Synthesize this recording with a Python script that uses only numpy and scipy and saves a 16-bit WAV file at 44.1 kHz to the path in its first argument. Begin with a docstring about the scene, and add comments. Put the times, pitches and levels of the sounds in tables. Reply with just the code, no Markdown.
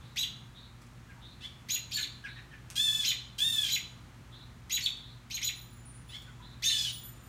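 """A sharp two-voiced chirp cuts through the low traffic rumble and machine hum of a fenced back yard.
More chirps follow, two unrelated notes from the two sides of a bird's syrinx, along with three harsh,
nasal screams whose harmonics ring in the throat until the voice breaks. Soft whines, clucks, far peeps
and dry leaf rustles fall in between; late on, small hanging metal rods knock together and tinkle faintly.
The fence, the house and the trees echo the calls, rustles and tinkles."""
import sys
import numpy as np
from scipy import signal
from scipy.fft import rfft, irfft
from scipy.io import wavfile

SR = 44100
rng = np.random.default_rng(int(sys.argv[2]) if len(sys.argv) > 2 else 0)


def output_pcm(signal):
    """Save a mono or channel-first signal as 16-bit PCM at the path in sys.argv[1].

    Samples are clipped to [-1, 1] before scaling.
    """
    pcm = np.clip(np.atleast_2d(signal).T, -1, 1) * 32767
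    wavfile.write(sys.argv[1], SR, np.round(pcm).astype(np.int16))


N = 321048


def undb(db):
    """Decibels to gain."""
    return 10 ** (np.asarray(db) / 20)


def unit(x):
    """Scale to rms 1."""
    return x / np.sqrt(np.mean(x ** 2) + 1e-18)


def at_hz(points, hz):
    """Read (Hz, value) points on a log-frequency axis."""
    freqs, values = np.transpose(points)
    return np.interp(np.log(np.maximum(hz, 1)), np.log(freqs), values)


def colour(x, points):
    """EQ by a curve of (Hz, dB) points."""
    return irfft(rfft(x) * undb(at_hz(points, np.fft.rfftfreq(len(x), 1 / SR))), len(x))


def band(x, lo_hz, hi_hz):
    """Causal band-pass."""
    sos = signal.butter(2, [lo_hz, min(hi_hz, SR / 2 - 100)], "band", fs=SR, output="sos")
    return signal.sosfilt(sos, x)


def wobble(n, rate):
    """Random modulator with `rate` turns a second and a spread near 1."""
    return np.interp(np.arange(n) / SR * rate, np.arange(n), rng.standard_normal(n))


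def phase_of(hz):
    """Running phase of a pitch curve."""
    return 2 * np.pi * np.cumsum(hz) / SR


def fade(t, length, rise, fall):
    """Smooth gate from 0 to `length`."""
    return np.sin(np.pi / 2 * np.clip(np.minimum(t / rise, (length - t) / fall), 0, 1)) ** 2


def add(track, start, x):
    """Mix a sound into a track at `start` seconds."""
    i = max(int(start * SR), 0)
    track[i:i + len(x)] += x[:max(N - i, 0)]


# traffic bed before its final EQ: (frequency [Hz], relative level [dB])
TRAFFIC_SPECTRUM = [(15, -25), (25, -26), (55, -4), (84, -4), (123, -0.5), (194, -13), (241, -15),
                    (269, -16), (342, -23), (587, -26.5), (1220, -23.5), (4210, -34), (4950, -37),
                    (6490, -36.5), (15800, -48)]
def traffic(drive_db=-59, drift_db=0.66):
    """Far traffic blends into a steady, bass-heavy bed of noise."""
    bed = colour(rng.standard_normal(N), TRAFFIC_SPECTRUM)
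    bed = bed / np.std(band(bed, 300, 15800)) * undb(drive_db)
    bed = colour(bed, [(38, -2.5), (52, -9), (70, -2), (120, -5.5), (200, 1), (450, -0.5),
                       (1000, 0.5), (4000, 0), (12000, -1)])
    return bed * undb(drift_db * wobble(N, 3.02))


# hum partials: (frequency [Hz], level at mid-scene [dB], pitch wander [share])
HUM_PARTIALS = [(54.2, -60, 0.027), (119.7, -55.5, 0.0061), (236.8, -68.5, 0.0059), (349.3, -74, .01)]
def machine_hum(swell_db=2):
    """A machine's low partials waver in level and pitch and slowly grow."""
    hum = np.zeros(N)
    for hz, db, wander in HUM_PARTIALS:
        gain = np.sqrt(2) * undb(db + 1.9 * wobble(N, 16))
        hum += gain * np.sin(phase_of(hz * (1 + wander * wobble(N, 13))))
    return hum * undb(swell_db * np.linspace(-.5, .5, N))


# slaps off the stones, bird bath, fence and house: (delay [s], gain before EQ [dB])
SLAPS = [(.0093, -13), (.0168, -12.5), (.028, -16.5), (.0437, -14)]
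# reverb tail: (frequency [Hz], t60 [s])
TAIL_T60 = [(1000, 0.38), (4000, 0.54), (7000, 0.37), (14000, 0.22)]
def yard_echo(x, scatter_db=-6, scatter_s=0.018, predelay_s=.006, tail_db=-12):
    """Walls give a few clear echoes, plants scatter many weak ones; trees and houses leave a tail."""
    t = np.arange(SR) / SR
    scatter = rng.standard_normal(SR) * (rng.random(SR) < .03) * np.exp(-t / scatter_s)
    early = undb(scatter_db) * unit(scatter * (t > predelay_s)) / np.sqrt(SR)
    for delay, db in SLAPS:
        early[int(delay * SR)] += undb(db)
    early = colour(early, [(1000, 3.5), (3500, 4), (7000, 1.0), (14000, -0.5)])
    edges = np.geomspace(500, 16000, num=7)
    tail = np.zeros(SR)
    for lo, hi in zip(edges, edges[1:]):
        t60 = at_hz(TAIL_T60, np.sqrt(lo * hi))
        tail += band(rng.standard_normal(SR), lo, hi) * undb(-60 * t / t60)
    late = undb(tail_db) * unit(tail * np.clip(t / 0.062, 0, 1)) / np.sqrt(SR)
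    return signal.fftconvolve(x, early + late)[:N]


def whistle(length, start_hz, end_hz, db, waver):
    """A gliding note, pure or husky by how much it wavers."""
    t = np.arange(int(length * SR)) / SR
    hz = np.linspace(start_hz, end_hz, len(t)) * (1 + waver * wobble(len(t), 911))
    return unit(np.sin(phase_of(hz)) * fade(t, length, length * 0.28, length * 0.36)) * undb(db)


# peep cues: (time [s], level before the mix [dB])
PEEP_CUES = [(.002, -65), (.54, -57.5), (1.206, -58), (2.26, -56), (4.31, -57.5), (4.994, -57),
             (6.407, -59)]
# the notes of each peep: (delay [s], length [s], start pitch [Hz], end pitch [Hz], trim [dB])
PEEP_PAIR = [(0, .076, 3430, 4127, -1), (.076, 0.0628, 3648, 4170, -5)]
def peeps():
    """A small far bird peeps in pairs of husky rising notes."""
    out = np.zeros(N)
    for start, db in PEEP_CUES:
        for delay, length, from_hz, to_hz, trim_db in PEEP_PAIR:
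            add(out, start + delay, whistle(length, from_hz, to_hz, db + trim_db, waver=.075))
    return out


def syrinx(hz, rough, shape, jitter=0.039, flutter=0.84, count=19):
    """A bird's vibrating voice and its phase: uneven cycles smear the upper harmonics first."""
    phase = phase_of(hz * (1 + jitter * rough * wobble(len(hz), 900)))
    voice = sum(undb(shape(k * hz)) * (k * hz < SR / 2) * np.sin(k * phase + rng.uniform(0, 2 * np.pi))
                for k in range(1, count + 1))
    return np.sqrt(2) * voice * (1 + flutter * rough * wobble(len(hz), 400)), phase


def soft_call(length, start_hz, end_hz, db, peak_hz, curve, rough):
    """A short glide through one broad throat resonance, driven hardest where its pitch is highest."""
    t = np.arange(int(length * SR)) / SR
    hz = start_hz + (end_hz - start_hz) * (t / length) ** curve
    throat = [(peak_hz / 3, -28), (peak_hz * 0.65, -12), (peak_hz, 0), (peak_hz * 1.3, -14),
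              (peak_hz * 3, -27), (peak_hz * 7, -44)]
    voice, _ = syrinx(hz, rough, lambda f: at_hz(throat, f), jitter=0.079, count=12)
    effort = (hz / hz.max()) ** 2
    return unit(voice * effort * fade(t, length, length * 0.13, length * 0.053)) * undb(db)


# whine cues: (time [s], length [s], level before the mix [dB])
WHINE_CUES = [(1.404, 0.052, -48.5), (6.083, .085, -50)]
def whines(first_hz=(760, 1147), second_hz=(1620, 1770), second_db=-1.8, throat_hz=3420):
    """Soft rising whines; a second, higher voice joins halfway through each."""
    out = np.zeros(N)
    for start, length, db in WHINE_CUES:
        add(out, start, soft_call(length, *first_hz, db, throat_hz, curve=.62, rough=0.38))
        second = soft_call(length / 2, *second_hz, db + second_db, throat_hz, curve=0.556, rough=0.26)
        add(out, start + length / 2, second)
    return out


# cluck cues: (time [s], pitch [Hz], level before the mix [dB])
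CLUCK_CUES = [(1.086, 1664, -59.5), (1.158, 932, -63), (1.964, 1726, -45), (2.238, 1700, -44.5),
              (2.357, 1875, -54.5), (2.51, 1824, -55.5), (6.265, 1525, -61), (6.395, 1005, -61)]
def clucks(length=.034, upper_db=-5.5):
    """Soft clucks: a lower and an upper voice fall together."""
    out = np.zeros(N)
    for start, hz, db in CLUCK_CUES:
        add(out, start, soft_call(length, hz, hz * 0.75, db, hz, curve=2.72, rough=0.36))
        add(out, start, soft_call(length, hz * 1.78, hz, db + upper_db, hz * 1.3, curve=1.6, rough=0.16))
    return out


# rustle cues: (time [s], level [dB])
RUSTLE_CUES = [(.816, -56), (.862, -62), (2.701, -46.5), (4.97, -57), (6.219, -52.5)]
def leaf_rustles(decay_s=0.0099):
    """Dry leaves stir in quick clusters of crackles."""
    out = np.zeros(N)
    t = np.arange(SR // 5) / SR
    for start, db in RUSTLE_CUES:
        crackle = rng.standard_normal(len(t)) * undb(7.2 * wobble(len(t), 1500))
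        add(out, start, unit(band(crackle, 1002, 9400)) * np.exp(-t / decay_s) * undb(db))
    return out


# modes of each rod, by name: (frequency [Hz], trim [dB], t60 [s])
ROD_MODES = {"long": [(7050, -9.5, 1.5), (10660, -6, 0.43), (15000, -1, 0.39)], "middle": [(8500, -13, 1),
             (12400, 8.5, 0.2)], "short": [(9500, -12, 1), (13480, 3, .26)], "twin": [(9220, -9, 0.7),
             (9350, -1, 0.58), (9900, -9, 1)]}
# knocks between the rods: (time [s], rod [name], level [dB])
ROD_KNOCKS = [(5.551, "long", -58), (5.575, "short", -54), (5.701, "long", -60.5), (5.851, "twin", -52.5),
              (6.075, "long", -59.5), (6.87, "twin", -49.5), (6.919, "long", -48.5), (7.032, "short", -51),
              (7.038, "middle", -52), (7.216, "short", -62)]
def rod_tinkles(attack_s=0.0089, beat_hz=19, swing_db=4.5, swings_per_s=16.3):
    """Tiny hanging metal rods ring in high modes, each a beating pair that flutters as the rod swings."""
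    out = np.zeros(N)
    t = np.arange(SR) / SR
    for start, rod, db in ROD_KNOCKS:
        for hz, trim_db, t60 in ROD_MODES[rod]:
            split_hz = hz + beat_hz * rng.uniform(0.38, 2.2)
            pair = np.sin(2 * np.pi * hz * t) + 0.74 * np.sin(2 * np.pi * split_hz * t)
            ring = undb(db + trim_db - 60 * t / t60 + swing_db * wobble(SR, swings_per_s))
            add(out, start, pair * ring * (1 - np.exp(-t / attack_s)))
    return out


# breath noise in a chirp: (frequency [Hz], relative level [dB])
CHIRP_BREATH = [(1100, -33), (1600, -8), (2400, -35), (3200, 5.5), (5000, -1), (6400, 1.5), (7200, -4),
                (9500, -9), (10300, -22), (11400, -3), (12200, -4), (13400, -20), (14200, -16),
                (16000, -27)]
# narrow resonance on the high voice's octave: (frequency [Hz], gain [dB])
OCTAVE_RESONANCE = [(13000, -13.5), (13600, -6), (14300, -9)]
# chirp cues: (time [s], hold [s], low voice [Hz], high voice [Hz], low level [dB], high level [dB])
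CHIRP_CUES = [(.158, .072, 3986, 6650, -38.5, -39.5), (1.685, 0.068, 4024, 6780, -37.5, -36.5),
              (1.91, 0.063, 4440, 7190, -40.5, -41.5), (1.968, 0.061, 4220, 6720, -42, -49.5),
              (3.037, 0.066, 4100, 6830, -36, -37.5), (3.685, .066, 4020, 6770, -37, -39.5),
              (4.695, 0.07, 3968, 6770, -37.5, -38.5), (4.795, .063, 4450, 7210, -41.5, -47.5),
              (5.299, 0.065, 4185, 6620, -42, -44.5), (5.413, 0.067, 4020, 6860, -36.5, -39.5),
              (6.621, 0.071, 3667, 6506, -40, -37.5)]
def chirp(hold, low_hz, high_hz, low_db, high_db, fall_s=.02, sag=.011, flutter_db=4.5, rasp_db=-8):
    """The two sides of the syrinx flick up, hold two unrelated notes and fall."""
    length = hold + fall_s
    t = np.arange(int(length * SR)) / SR
    n = len(t)
    # both voices start an octave flat
    low_flick = .5 * np.exp(-(t / .02) ** 2.62)
    high_flick = .5 * np.exp(-(t / .017) ** 2.6)
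    held = np.minimum(t / hold, 1)
    fall = np.clip((t - hold) / fall_s, 0, 1)
    # the membranes rattle while they glide and lock while they hold
    loose = np.clip(2 * low_flick + 4 * fall, 0, 1)
    locked = (1 - loose) ** 4
    shake = 0.014 + 0.05 * loose + 0.048 * low_flick
    drift = .009 * wobble(n, 70) - sag * (held - .6)
    low_glide = low_hz * (1 - low_flick) * (1 - .56 * fall ** .8)
    high_glide = high_hz * (1 - high_flick) * (1 - 1.1 * fall)
    low = phase_of(low_glide * (1 + drift + shake * wobble(n, 1700)))
    high = phase_of(high_glide * (1 + drift / 2 + 0.74 * shake * wobble(n, 1238)))
    # the low voice comes in weak and swells as it lets go; the high one stops first
    low_db = low_db - 5 * (1 - held) ** 2
    low_gain = undb(low_db + np.interp(fall, [0, .15, 1], [0, 6, -8.5]) + flutter_db * wobble(n, 219.9))
    high_gain = undb(high_db - 43 * fall + flutter_db * wobble(n, 170))
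    low_voice = np.sin(low) + locked * (undb(-17) * np.sin(2 * low) + undb(-21) * np.sin(3 * low))
    high_voice = np.sin(high) + locked * undb(at_hz(OCTAVE_RESONANCE, 2 * high_hz)) * np.sin(2 * high)
    # coupling between the sides adds difference and sum tones
    coupled = locked * (undb(-19.5) * np.sin(high - low) + undb(-21) * np.sin(high + low))
    tones = low_gain * low_voice + high_gain * high_voice + np.sqrt(low_gain * high_gain) * coupled
    breath = unit(colour(rng.standard_normal(n), CHIRP_BREATH))
    rasp = undb(rasp_db) * (low_gain + high_gain) / 2 * breath
    # a low rasp leads in before the notes speak
    lead = undb(low_db - 5) * np.sin(low) * 2 * low_flick
    tone_gate = fade(t, length, rise=.02, fall=0.0016)
    rasp_gate = fade(t, length, rise=0.0026, fall=.002)
    return np.sqrt(2) * tones * tone_gate + (lead + rasp) * rasp_gate


# voice cracks: (time [s], start pitch [Hz], end pitch [Hz], level [dB])
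CRACK_CUES = [(3.072, 3144, 3038, -37), (6.67, 3636, 4400, -34), (6.713, 3190, 2854, -40.5),
              (6.772, 5140, 5020, -41), (6.858, 3040, 2893, -42)]
def voice_cracks(length=0.0398):
    """Brief side notes sound where a scream cracks."""
    out = np.zeros(N)
    for start, from_hz, to_hz, db in CRACK_CUES:
        add(out, start, whistle(length, from_hz, to_hz, db, waver=0.04))
    return out


# throat EQ on a scream's harmonics: (frequency [Hz], gain [dB])
THROAT_EQ = [(850, -45), (1700, -21.5), (2200, -21), (2700, -21.5), (3200, -3), (3600, 0), (4300, -21),
             (5300, -18), (6200, -19.5), (7100, -13.5), (8000, -22), (9000, -13), (10300, -29.5),
             (13400, -21.5), (15500, -33)]
# breath noise in a scream: (frequency [Hz], relative level [dB])
SCREAM_BREATH = [(1000, -39), (2400, 3), (3200, 2), (4500, 8.5), (7000, 4.5), (10500, -14), (13000, -3),
                 (16000, -21)]
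# brief dips in a scream's main note: small pitch bends, and one level drop where an echo cancels it:
# (time [s], half width [s], level change [dB], pitch change [share])
NOTE_DIPS = [(2.884, 0.021, 0, -0.026), (3.509, 0.019, -11.5, 0.001), (6.786, 0.0197, -0.5, -.02)]
# scream cues: (time [s], length [s], time to top [s], time to break [s], top pitch [Hz], sag [Hz/s],
# pitch after break [Hz], level [dB], fade [dB/s], overtones [dB], tilt [dB/octave], hoarseness [0-1])
SCREAM_CUES = [(2.753, 0.38, .085, 0.27, 892.5, 180, 770, -29.5, -25.5, 0.5, -3, 0.22),
               (3.38, 0.37, .1, .245, 913.3, 490, 784.4, -30, -6, -4.5, 1, .15),
               (6.636, 0.3, 0.0297, .205, 909.3, 379.7, 752.6, -29.5, -30, 5, -6.5, 0.49)]
def scream(start, length, top_s, break_s, top_hz, sag, end_hz, level_db, fade_db, overtone_db, tilt_db,
           hoarse, scoop=.15, swell_db=6.5, break_db=-4.5, dull_db=-4.5, rasp_db=-3, edge_hz=4000):
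    """A nasal cry, its fourth harmonic on the throat's resonance: it scoops up, sags and breaks."""
    t = np.arange(int(length * SR)) / SR
    n = len(t)
    onset = np.clip(1 - t / 0.029, 0, 1)
    tiring_s = np.clip(t, top_s, break_s) - top_s
    # at the break the pitch drops and the voice turns hoarse, weaker and duller
    broken = np.clip((t - break_s) / .035, 0, 1)
    hz = top_hz * (1 - scoop * np.clip(1 - t / top_s, 0, 1) ** 2) - sag * tiring_s
    kinks = 1 + 0.00507 * wobble(n, 38)
    hz = (hz + (end_hz - hz) * broken) * kinks
    strain = hoarse * np.minimum(t / break_s, 1) ** 1.2
    rough = np.clip(0.84 * onset + strain + (0.64 - strain) * broken, 0, 1)
    dip_db = 0
    for when, width, change_db, bend in NOTE_DIPS:
        dip = np.exp(-((t + start - when) / width) ** 4)
        dip_db = dip_db + change_db * dip
        hz = hz * (1 + bend * dip)
    effort_db = fade_db * tiring_s - swell_db * onset
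    db = level_db + effort_db + break_db * broken + dip_db
    # the overtones resist part of the swell and fade, and hold their level through a dip
    bright_db = overtone_db - 0.31 * effort_db + dull_db * broken - dip_db
    # the gape of the beak lifts and tilts all overtones above the resonance
    shape = lambda f: at_hz(THROAT_EQ, f) + (bright_db + tilt_db * np.log2(f / edge_hz)) * (f > edge_hz)
    voice, phase = syrinx(hz * (1 + 0.0049 * wobble(n, 122.2)), rough, shape)
    # under strain strong and weak cycles alternate, filling the gaps between harmonics
    voice *= 1 + 1.2 * rough * wobble(n, 70) * np.cos(phase / 2)
    # air rushes through once a cycle
    rasp = colour(rng.standard_normal(n) * (1 + 2 * np.cos(phase)), SCREAM_BREATH)
    cry = voice * (1 - rough / 2) + undb(rasp_db) * rough ** 1.02 * unit(rasp)
    return cry * undb(db) * fade(t, length, rise=0.0045, fall=0.046)


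def scene(far_direct_db=-4, far_send_db=2):
    """Mono mix over the bed: far birds get less direct sound and more echo than the near sources."""
    far = whines() + clucks() + peeps()
    near = np.zeros(N)
    for start, *cue in SCREAM_CUES:
        add(near, start, scream(start, *cue))
    near += voice_cracks()
    for start, *cue in CHIRP_CUES:
        add(near, start, chirp(*cue))
    near += rod_tinkles() + leaf_rustles()
    echo = yard_echo(near + undb(far_send_db) * far)
    return (near + undb(far_direct_db) * far + echo + traffic() + machine_hum())[None]


def record(dry, cutoff_hz=15850):
    """A steep low-pass cuts the top of the treble."""
    return signal.sosfilt(signal.ellip(10, .2, 70, cutoff_hz, fs=SR, output="sos"), dry)


dry = scene()
out = record(dry)
output_pcm(out)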